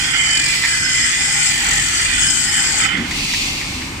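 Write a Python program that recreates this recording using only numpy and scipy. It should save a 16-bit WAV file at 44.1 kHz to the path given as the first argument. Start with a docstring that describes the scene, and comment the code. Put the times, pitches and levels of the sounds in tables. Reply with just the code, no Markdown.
"""Two grinding wheels in an automatic machine rub the rims of spinning plates. One gives a hiss, heard
louder on the left, and twice chatters as the rim bounces on it; the other gives a rasp, heard louder
on the right. The rubbing makes the plates ring and squeal. Near the end the wheels pull back with a low
shudder, compressed air vents and the mechanism knocks. Motors and dust extraction drone throughout."""
import sys
import numpy as np
from scipy import signal
from scipy.fft import rfft, irfft
from scipy.io import wavfile
from scipy.ndimage import uniform_filter1d, minimum_filter1d, map_coordinates

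SR = 44100
rng = np.random.default_rng(int(sys.argv[2]) if len(sys.argv) > 2 else 0)


def bounce(signal):
    """Save signal as a 16-bit WAV file at the path given by the first command-line argument."""
    frames = np.transpose(np.atleast_2d(signal))
    limited = np.clip(frames, -1, 1)
    pcm = np.round(limited * 32767).astype(np.int16)
    wavfile.write(sys.argv[1], SR, pcm)


N = 176400
TIME = np.arange(N) / SR
LIFT_S = 2.857  # the wheels leave the rims


def amp(db):
    """Turn decibels into a gain."""
    return 10 ** (np.asarray(db) / 20)

def unit(x):
    """Scale to an average (rms) size of 1."""
    return x / np.sqrt(np.mean(x ** 2) + 1e-20)

def curve(rows):
    """Join (time, value) points with straight lines."""
    return np.interp(TIME, *np.transpose(rows))

def wobble(rate):
    """A smooth random curve through `rate` points a second."""
    return map_coordinates(rng.standard_normal(4096), [TIME * rate], mode="mirror")

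def pan(left_db):
    """Two gains that make the left side left_db louder than the right."""
    return unit(amp(np.array([[left_db], [-left_db]]) / 2))

def follow(levels, fall_db_per_s=0):
    """Gain that follows levels around their average and can fade once the wheels lift."""
    db = curve(levels)
    return amp(db - db[TIME < LIFT_S].mean() - fall_db_per_s * np.maximum(TIME - LIFT_S, 0))

def noise_pair(alike, lead_ms):
    """Frequencies and spectra of two partly alike white noises, the left ahead by lead_ms."""
    hz = np.fft.rfftfreq(N, 1 / SR)
    noise = rfft(rng.standard_normal((3, N)))
    delay = np.exp(1j * np.pi * hz * lead_ms / 1000 * np.array([[1], [-1]]))
    return hz, np.sqrt(alike) * noise[0] * delay + np.sqrt(1 - alike) * noise[1:]

def rush(colour, alike, lead_ms=0, ripple_db=0):
    """Stereo noise with a colour (its level at each pitch), rippled by weak resonances."""
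    hz, noise = noise_pair(alike, lead_ms)
    bumps = map_coordinates(rng.standard_normal(4096), [hz / 22], mode="mirror")
    pitch_hz, level_db = np.transpose(colour)
    db = np.interp(np.log(hz + 1), np.log(pitch_hz + 1), level_db)
    return irfft(noise * unit(amp(ripple_db * bumps)) * amp(db), N) * np.sqrt(SR / 2)

def ringing(modes, alike, lead_ms=0):
    """Narrow resonances kept sounding by random shaking."""
    hz, noise = noise_pair(alike, lead_ms)
    power = 0
    for pitch_hz, width_hz, db, left_db in modes:
        peak = unit(1 / (1 + ((hz - pitch_hz) / width_hz) ** 2))
        power += (amp(db) * pan(left_db) * peak) ** 2
    return irfft(noise * np.sqrt(power), N)

def tones(modes):
    """Held notes whose pitch and strength waver."""
    out = 0
    for hz, waver_hz, db, left_db in modes:
        phase = 2 * np.pi * np.cumsum(hz + waver_hz * unit(wobble(13) + wobble(130))) / SR
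        apart = .87 * wobble(16)
        flutter_db = .2 * waver_hz * wobble(53.84)
        out += amp(db + flutter_db) * pan(left_db) * unit(np.sin([phase + apart, phase - apart]))
    return out

def patchy(sound, depth_db):
    """Resonances come and go as the plate turns: random louder and softer patches."""
    spectra = signal.stft(sound, nperseg=1024)[2]
    patches = uniform_filter1d(rng.standard_normal(spectra.shape[1:]), size=5, axis=0)  # over pitch
    patches = uniform_filter1d(patches, size=14, axis=1)  # over time
    return signal.istft(spectra * unit(amp(depth_db * unit(patches))), nperseg=1024)[1][:, :N]

# Spells of bouncing: middle_s, half_length_s, depth_db
BOUNCES = [(.399, 0.11, 6), (1.714, 0.15, 5.5)]
def chatter_db(turn_hz=45.8):
    """The level swings as the rim bounces once per turn of the wheel."""
    swing_db = 0
    for middle_s, half_s, depth_db in BOUNCES:
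        offset_s = TIME - middle_s
        swing_db += depth_db * np.exp(-(offset_s / half_s) ** 2) * np.cos(2 * np.pi * turn_hz * offset_s)
    return swing_db

# Loudness of the hiss: time_s, level_db
HISS_LEVEL = [(0.02, -27.5), (0.11, -25), (0.3, -21.5), (0.59, -25), (0.84, -24), (0.98, -18.5),
              (1.2, -21.5), (1.47, -18.5), (1.57, -25), (1.74, -21.5), (2.04, -19.5), (2.08, -24),
              (2.25, -16.5), (2.66, -21.5), (2.82, -19), (2.84, -24)]
# Its colour: pitch_hz, level_db
HISS_COLOUR = [(600, -142), (1200, -70), (1800, -57.5), (2300, -67.5), (3400, -59.5), (3700, -66),
               (4300, -72), (4900, -71.5), (6300, -55), (6800, -54), (8050, -48.5), (9000, -60.5),
               (9600, -65.5), (10200, -96.5), (14000, -92), (15500, -97)]
def hissing_wheel():
    """A bright hiss, roughened by an uneven bite and single grains of grit."""
    bite_db = chatter_db() + 1.32 * wobble(95) + .62 * wobble(1200)
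    hiss = rush(HISS_COLOUR, alike=.7, lead_ms=.55, ripple_db=1.4)
    return follow(HISS_LEVEL, fall_db_per_s=270) * amp(bite_db - 3.8) * pan(14) * hiss

# Loudness of the rasp and the scratch: time_s, level_db
RASP_LEVEL = [(0, -20), (.15, -21), (.35, -24), (.42, -25), (.52, -22), (.6, -23), (.75, -22.5), (1.0, -23),
              (1.3, -24), (1.65, -21.5), (1.9, -24.5), (2.0, -22), (2.2, -20), (2.38, -31.5), (2.55, -22.5),
              (2.66, -23), (2.73, -30), (2.83, -16), (2.86, -15)]
SCRATCH_LEVEL = [(0.0, -36.5), (1.51, -33.5), (1.64, -39), (1.8, -43), (1.9, -36.5), (1.98, -30),
                 (2.18, -40.5), (2.26, -35.5), (2.84, -36.5), (2.85, -34)]
# Their colours: pitch_hz, level_db
RASP_COLOUR = [(500, -88), (820, -70.5), (950, -102.5), (1220, -62), (1400, -51), (1650, -57), (1900, -49),
               (2100, -49.5), (2250, -58), (2420, -46.5), (2560, -62.5), (2820, -56), (3000, -57),
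               (3400, -55.5), (3800, -70.5), (6000, -110)]
SCRATCH_COLOUR = [(3000, -78.5), (4100, -64.5), (4550, -54), (5000, -57), (5250, -61.5), (5700, -65),
                  (7000, -63.5), (8700, -136), (9250, -67), (10000, -85), (13000, -83), (15500, -119)]
def rasping_wheel():
    """The plate's body gives a hard rasp; the grit adds a finer scratch above it."""
    bite_db = 1.1 * wobble(70) + .52 * wobble(350)
    rasp = amp(bite_db - 3) * rush(RASP_COLOUR, alike=.8, lead_ms=.5, ripple_db=2)
    rasp *= follow(RASP_LEVEL, fall_db_per_s=67)
    scratch = rush(SCRATCH_COLOUR, alike=.71, lead_ms=.345, ripple_db=1.5)
    scratch *= follow(SCRATCH_LEVEL, fall_db_per_s=270) * amp(bite_db + 1.3 * chatter_db() - 2)
    return pan(-9) * rasp + pan(-4.5) * scratch

# Loudness of the fizz: time_s, level_db
FIZZ_LEVEL = [(0, 4), (.4, -5), (.55, 6), (.8, -2), (1.2, -2), (1.7, 6), (2.1, -3), (2.4, 5), (2.85, 1)]
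# Its colour: pitch_hz, level_db
FIZZ_COLOUR = [(6000, -100), (9800, -80.5), (12800, -85), (14300, -87), (15000, -106)]
def fizz():
    """The grit puts a thin, high fizz on top of the grinding."""
    gain = follow(FIZZ_LEVEL, fall_db_per_s=270) * amp(.5 * chatter_db() + 1.8 * wobble(300))
    return gain * pan(-3) * rush(FIZZ_COLOUR, alike=.68, lead_ms=.5)

# Main and faint high ringing notes: pitch_hz, width_hz, level_db, left_db
RINGS = [(1828, 14, -38, -5), (2340, 14, -41, -10), (2406, 12, -37, -10), (2440, 14, -42, -10),
         (3372, 14, -43, 0), (4560, 25, -44, -9), (4775, 14, -44, -7), (5486, 12, -45, -3),
         (6010, 20, -47, 3), (6218, 9, -44, 3), (6718, 16, -42, 10), (7026, 11, -39, 8),
         (7888, 10, -37, 10), (8000, 11, -36, 15), (8114, 12, -37, 15)]
HIGH_RINGS = [(11740, 40, -59, -6), (12635, 35, -53, -5), (13110, 40, -60, -3), (14707, 25, -60, 0)]
def plate_rings():
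    """Plates and holders ring until the wheels lift; the highest notes grow in later."""
    high = np.interp(TIME, [1.05, 1.42], [.15, 1]) * ringing(HIGH_RINGS, alike=.7, lead_ms=.49)
    gain = amp(2 - 220 * np.maximum(TIME - LIFT_S, 0))
    return gain * (ringing(RINGS, alike=.53, lead_ms=.557) + high)

# Notes of the rubbed plates: pitch_hz, waver_hz, level_db, left_db
SQUEAL = [(3040, 9, -32, -10), (3142, 16, -40, -2)]
SING = [(2023, 5, -29.5, -4.5)]
WHISTLE = [(5186, 17, -37, -12), (5236, 26, -44, -12)]
# Their rise and fall: time_s, level_db
SQUEAL_LEVEL = [(0, -29.5), (.07, -44.5), (.2, -22.5), (.27, -31.5), (.35, -21), (.47, -47.5), (.73, -34),
                (.8, -44), (.87, -33.5), (1.34, -38.5), (1.43, -35.5), (1.53, -37), (2.1, -36.5),
                (2.23, -29), (2.48, -37), (2.58, -27.5), (2.68, -39.5), (2.8, -41.5), (2.87, -28)]
SING_LEVEL = [(0.0, -34), (0.13, -28.5), (0.6, -22.5), (0.63, -21), (0.77, -21), (2.19, -26.5),
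              (2.34, -28.5), (2.85, -31)]
WHISTLE_LEVEL = [(0, -46), (.72, -41.5), (.87, -37), (1.05, -35.5), (1.12, -50), (1.25, -37.5),
                 (1.5, -39.5), (1.62, -89), (2.18, -46), (2.29, -33.5), (2.38, -43), (2.6, -39.5),
                 (2.85, -42.5)]
def plate_squeals():
    """The wheels drive a few of the plates' notes into surging squeals."""
    squeal = amp(1.5) * follow(SQUEAL_LEVEL, fall_db_per_s=86) * tones(SQUEAL)
    sing = follow(SING_LEVEL, fall_db_per_s=86) * tones(SING)
    whistle = amp(-1) * follow(WHISTLE_LEVEL, fall_db_per_s=270) * tones(WHISTLE)
    return squeal + sing + whistle

# The holder's low notes: pitch_hz, width_hz, level_db, left_db
GROAN = [(803, 20, -42, 2), (850, 18, -46, -4)]
# Their rise and fall: time_s, level_db
GROAN_LEVEL = [(0, -3), (.6, -12), (1.05, -19), (1.2, -1), (1.75, 1), (1.87, -10), (2.4, -8), (2.6, 1),
               (2.85, 0), (3.0, -9)]
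def holder_groan():
    """A plate holder vibrates with a groan that comes and goes."""
    return amp(curve(GROAN_LEVEL)) * ringing(GROAN, alike=.98)

# Loudness of the venting air: time_s, level_db
AIR_LEVEL = [(0, -16), (.4, -16), (.48, -4), (.65, -3), (.8, -13), (1.3, -10), (1.7, -2), (2.05, -10),
             (2.85, -13), (3.02, -13), (3.17, -.5), (3.44, 1.5), (3.56, -3.5), (3.75, -6), (3.86, -9),
             (3.92, -13), (4, -15)]
# Its colour: pitch_hz, level_db
AIR_COLOUR = [(600, -76), (1600, -76), (2100, -58.5), (2550, -52.5), (3300, -60.5), (4300, -57),
              (5200, -61), (7500, -63.5), (9300, -68), (10300, -81.5), (13500, -76.5), (15500, -88)]
def air():
    """Compressed air hisses, most strongly as the plates are released."""
    gain = amp(curve(AIR_LEVEL) + .56 * wobble(40))
    return gain * pan(-.22) * rush(AIR_COLOUR, alike=.22, lead_ms=-.18, ripple_db=3.5)

# Loudness of the rumble and the draught: time_s, level_db
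RUMBLE_LEVEL = [(0.0, -34.5), (1.26, -34.5), (1.61, -35), (1.67, -32.5), (2.73, -32), (3.03, -33.5),
                (3.09, -28.5), (3.61, -31.5), (4.0, -28.5)]
DRAUGHT_LEVEL = [(0, 3.5), (.55, 2.5), (.8, 0), (1.1, 0.5), (1.26, 2.5), (1.55, -0.5), (1.68, 7.5),
                 (1.79, 4), (1.85, -2), (2.0, 2.5), (2.4, 1.5), (2.58, 2), (2.7, 7), (2.85, 4), (3.05, 5.5),
                 (3.35, 2.5), (3.5, 3.5), (4, 4)]
# Their colours: pitch_hz, level_db
RUMBLE_COLOUR = [(15, -82), (30, -56), (48, -66.5), (70, -56.5), (90, -58), (125, -59.5), (180, -62.5),
                 (270, -59.5), (400, -71), (600, -99), (1500, -96)]
DRAUGHT_COLOUR = [(60, -82), (150, -69.5), (290, -67.5), (420, -70.5), (620, -72), (850, -67), (1100, -67),
                  (1600, -70), (2200, -62.5), (3200, -76), (6000, -77.5), (9000, -78.5), (11000, -137),
                  (15000, -112)]
def dust_extraction():
    """The dust extractor rumbles and draws a rushing draught."""
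    rumble = follow(RUMBLE_LEVEL) * amp(.86 * wobble(21.94)) * rush(RUMBLE_COLOUR, alike=1)
    return rumble + follow(DRAUGHT_LEVEL) * rush(DRAUGHT_COLOUR, alike=.16, ripple_db=2.4)

def hum(notes):
    """Low, slightly unsteady motor tones."""
    out = 0
    for hz, waver_hz, db in notes:
        gain = amp(db + .83 * wobble(9.2))
        phase = 2 * np.pi * np.cumsum(hz + waver_hz * wobble(15)) / SR
        out += gain * unit(np.sin(phase))
    return out

# Motor notes, constant and under load: pitch_hz, waver_hz, level_db
MOTOR_HUM = [(48.4, 1.4, -43.5), (149.5, 1.8, -41.5)]
LOAD_THROB = [(47, 2, -37), (89, 3, -38), (149, 2, -43)]
def motors(load_start_s=1.63, load_end_s=2.3):
    """The motors hum, and the drive throbs for a moment under load."""
    loaded = (TIME > load_start_s) & (TIME < load_end_s)
    return hum(MOTOR_HUM) + uniform_filter1d(1. * loaded, size=3000) * hum(LOAD_THROB)

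# Sliding scrapes: start_s, end_s, from_hz, to_hz, level_db
SCRAPES = [(0.032, 0.413, 2110, 2080, -20.5), (0.257, 0.61, 2480, 2340, -23), (.6, 1.003, 1800, 1410, -25),
           (1.998, 2.297, 2130, 1910, -26), (2.15, 2.559, 1680, 1331, -30)]
def scrapes(width_hz=160):
    """Scrapes swell, slide down in pitch and fade as the contact moves along the rim."""
    out = 0
    for start_s, end_s, from_hz, to_hz, db in SCRAPES:
        progress = np.clip((TIME - start_s) / (end_s - start_s), 0, 1)
        phase = 2 * np.pi * np.cumsum(from_hz + (to_hz - from_hz) * progress) / SR
        band = [wobble(width_hz) * np.cos(phase) + wobble(width_hz) * np.sin(phase) for _ in range(2)]
        out += amp(db) * np.sin(np.pi * progress) * pan(-6) * unit(np.array(band))
    return out

# Knocks: start_s, level_db, left_db, treble_db_per_octave
KNOCKS = [(.638, -12, -6, -4), (.649, -16, -6, -6), (2.974, -24, -2, -1), (3.11, -20, 0, 2),
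          (3.29, -27, 0, -2), (3.336, -16, -1, 0), (3.612, -22, -1, -1), (3.818, -28, 0, -3)]
# Their colour: pitch_hz, level_db
KNOCK_COLOUR = [(30, -70), (300, -38), (700, -30), (850, -16), (1300, -24), (1650, -12), (1880, 0),
                (2350, -6), (3000, -17), (4100, -12), (7000, -17), (11000, -40), (15000, -50)]
def knocks(fade_s=.1):
    """The mechanism gives short, rattling knocks that die away in the hall."""
    out = 0
    for start_s, db, left_db, tilt in KNOCKS:
        colour = [(hz, level + tilt * max(0, np.log2(hz / 2000))) for hz, level in KNOCK_COLOUR]
        gain = (TIME > start_s) * amp(db - 60 * np.abs(TIME - start_s) / fade_s)
        out += gain * pan(left_db) * unit(rush(colour, alike=.84))
    return out

# Colour of the shudder: pitch_hz, level_db
SHUDDER_COLOUR = [(20, -75), (60, -62), (150, -47), (200, -48), (255, -41), (330, -52), (450, -66),
                  (900, -80), (3000, -120)]
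def shudder(middle_s=3.002, half_length_s=.068):
    """The carriage draws the wheels back with a low shudder."""
    return rush(SHUDDER_COLOUR, alike=.94) * np.exp(-((TIME - middle_s) / half_length_s) ** 2)

def scene():
    """The whole machine, in stereo."""
    grinding = patchy(hissing_wheel() + rasping_wheel(), depth_db=3) + fizz()
    plates = plate_rings() + plate_squeals() + holder_groan()
    return grinding + plates + air() + dust_extraction() + motors() + scrapes() + knocks() + shudder()

def record(dry, ceiling=.9, smooth_s=.004, top_hz=15150):
    """A limiter holds the loudest peaks down, and the highest treble is cut off."""
    needed = np.minimum(1, ceiling / (np.abs(dry).max(axis=0) + 1e-9))
    size = round(smooth_s * SR)
    gain = uniform_filter1d(minimum_filter1d(needed, 2 * size), size)
    return irfft(rfft(dry * gain) * (np.fft.rfftfreq(N, 1 / SR) < top_hz), N)


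dry = scene()
out = record(dry)
bounce(out)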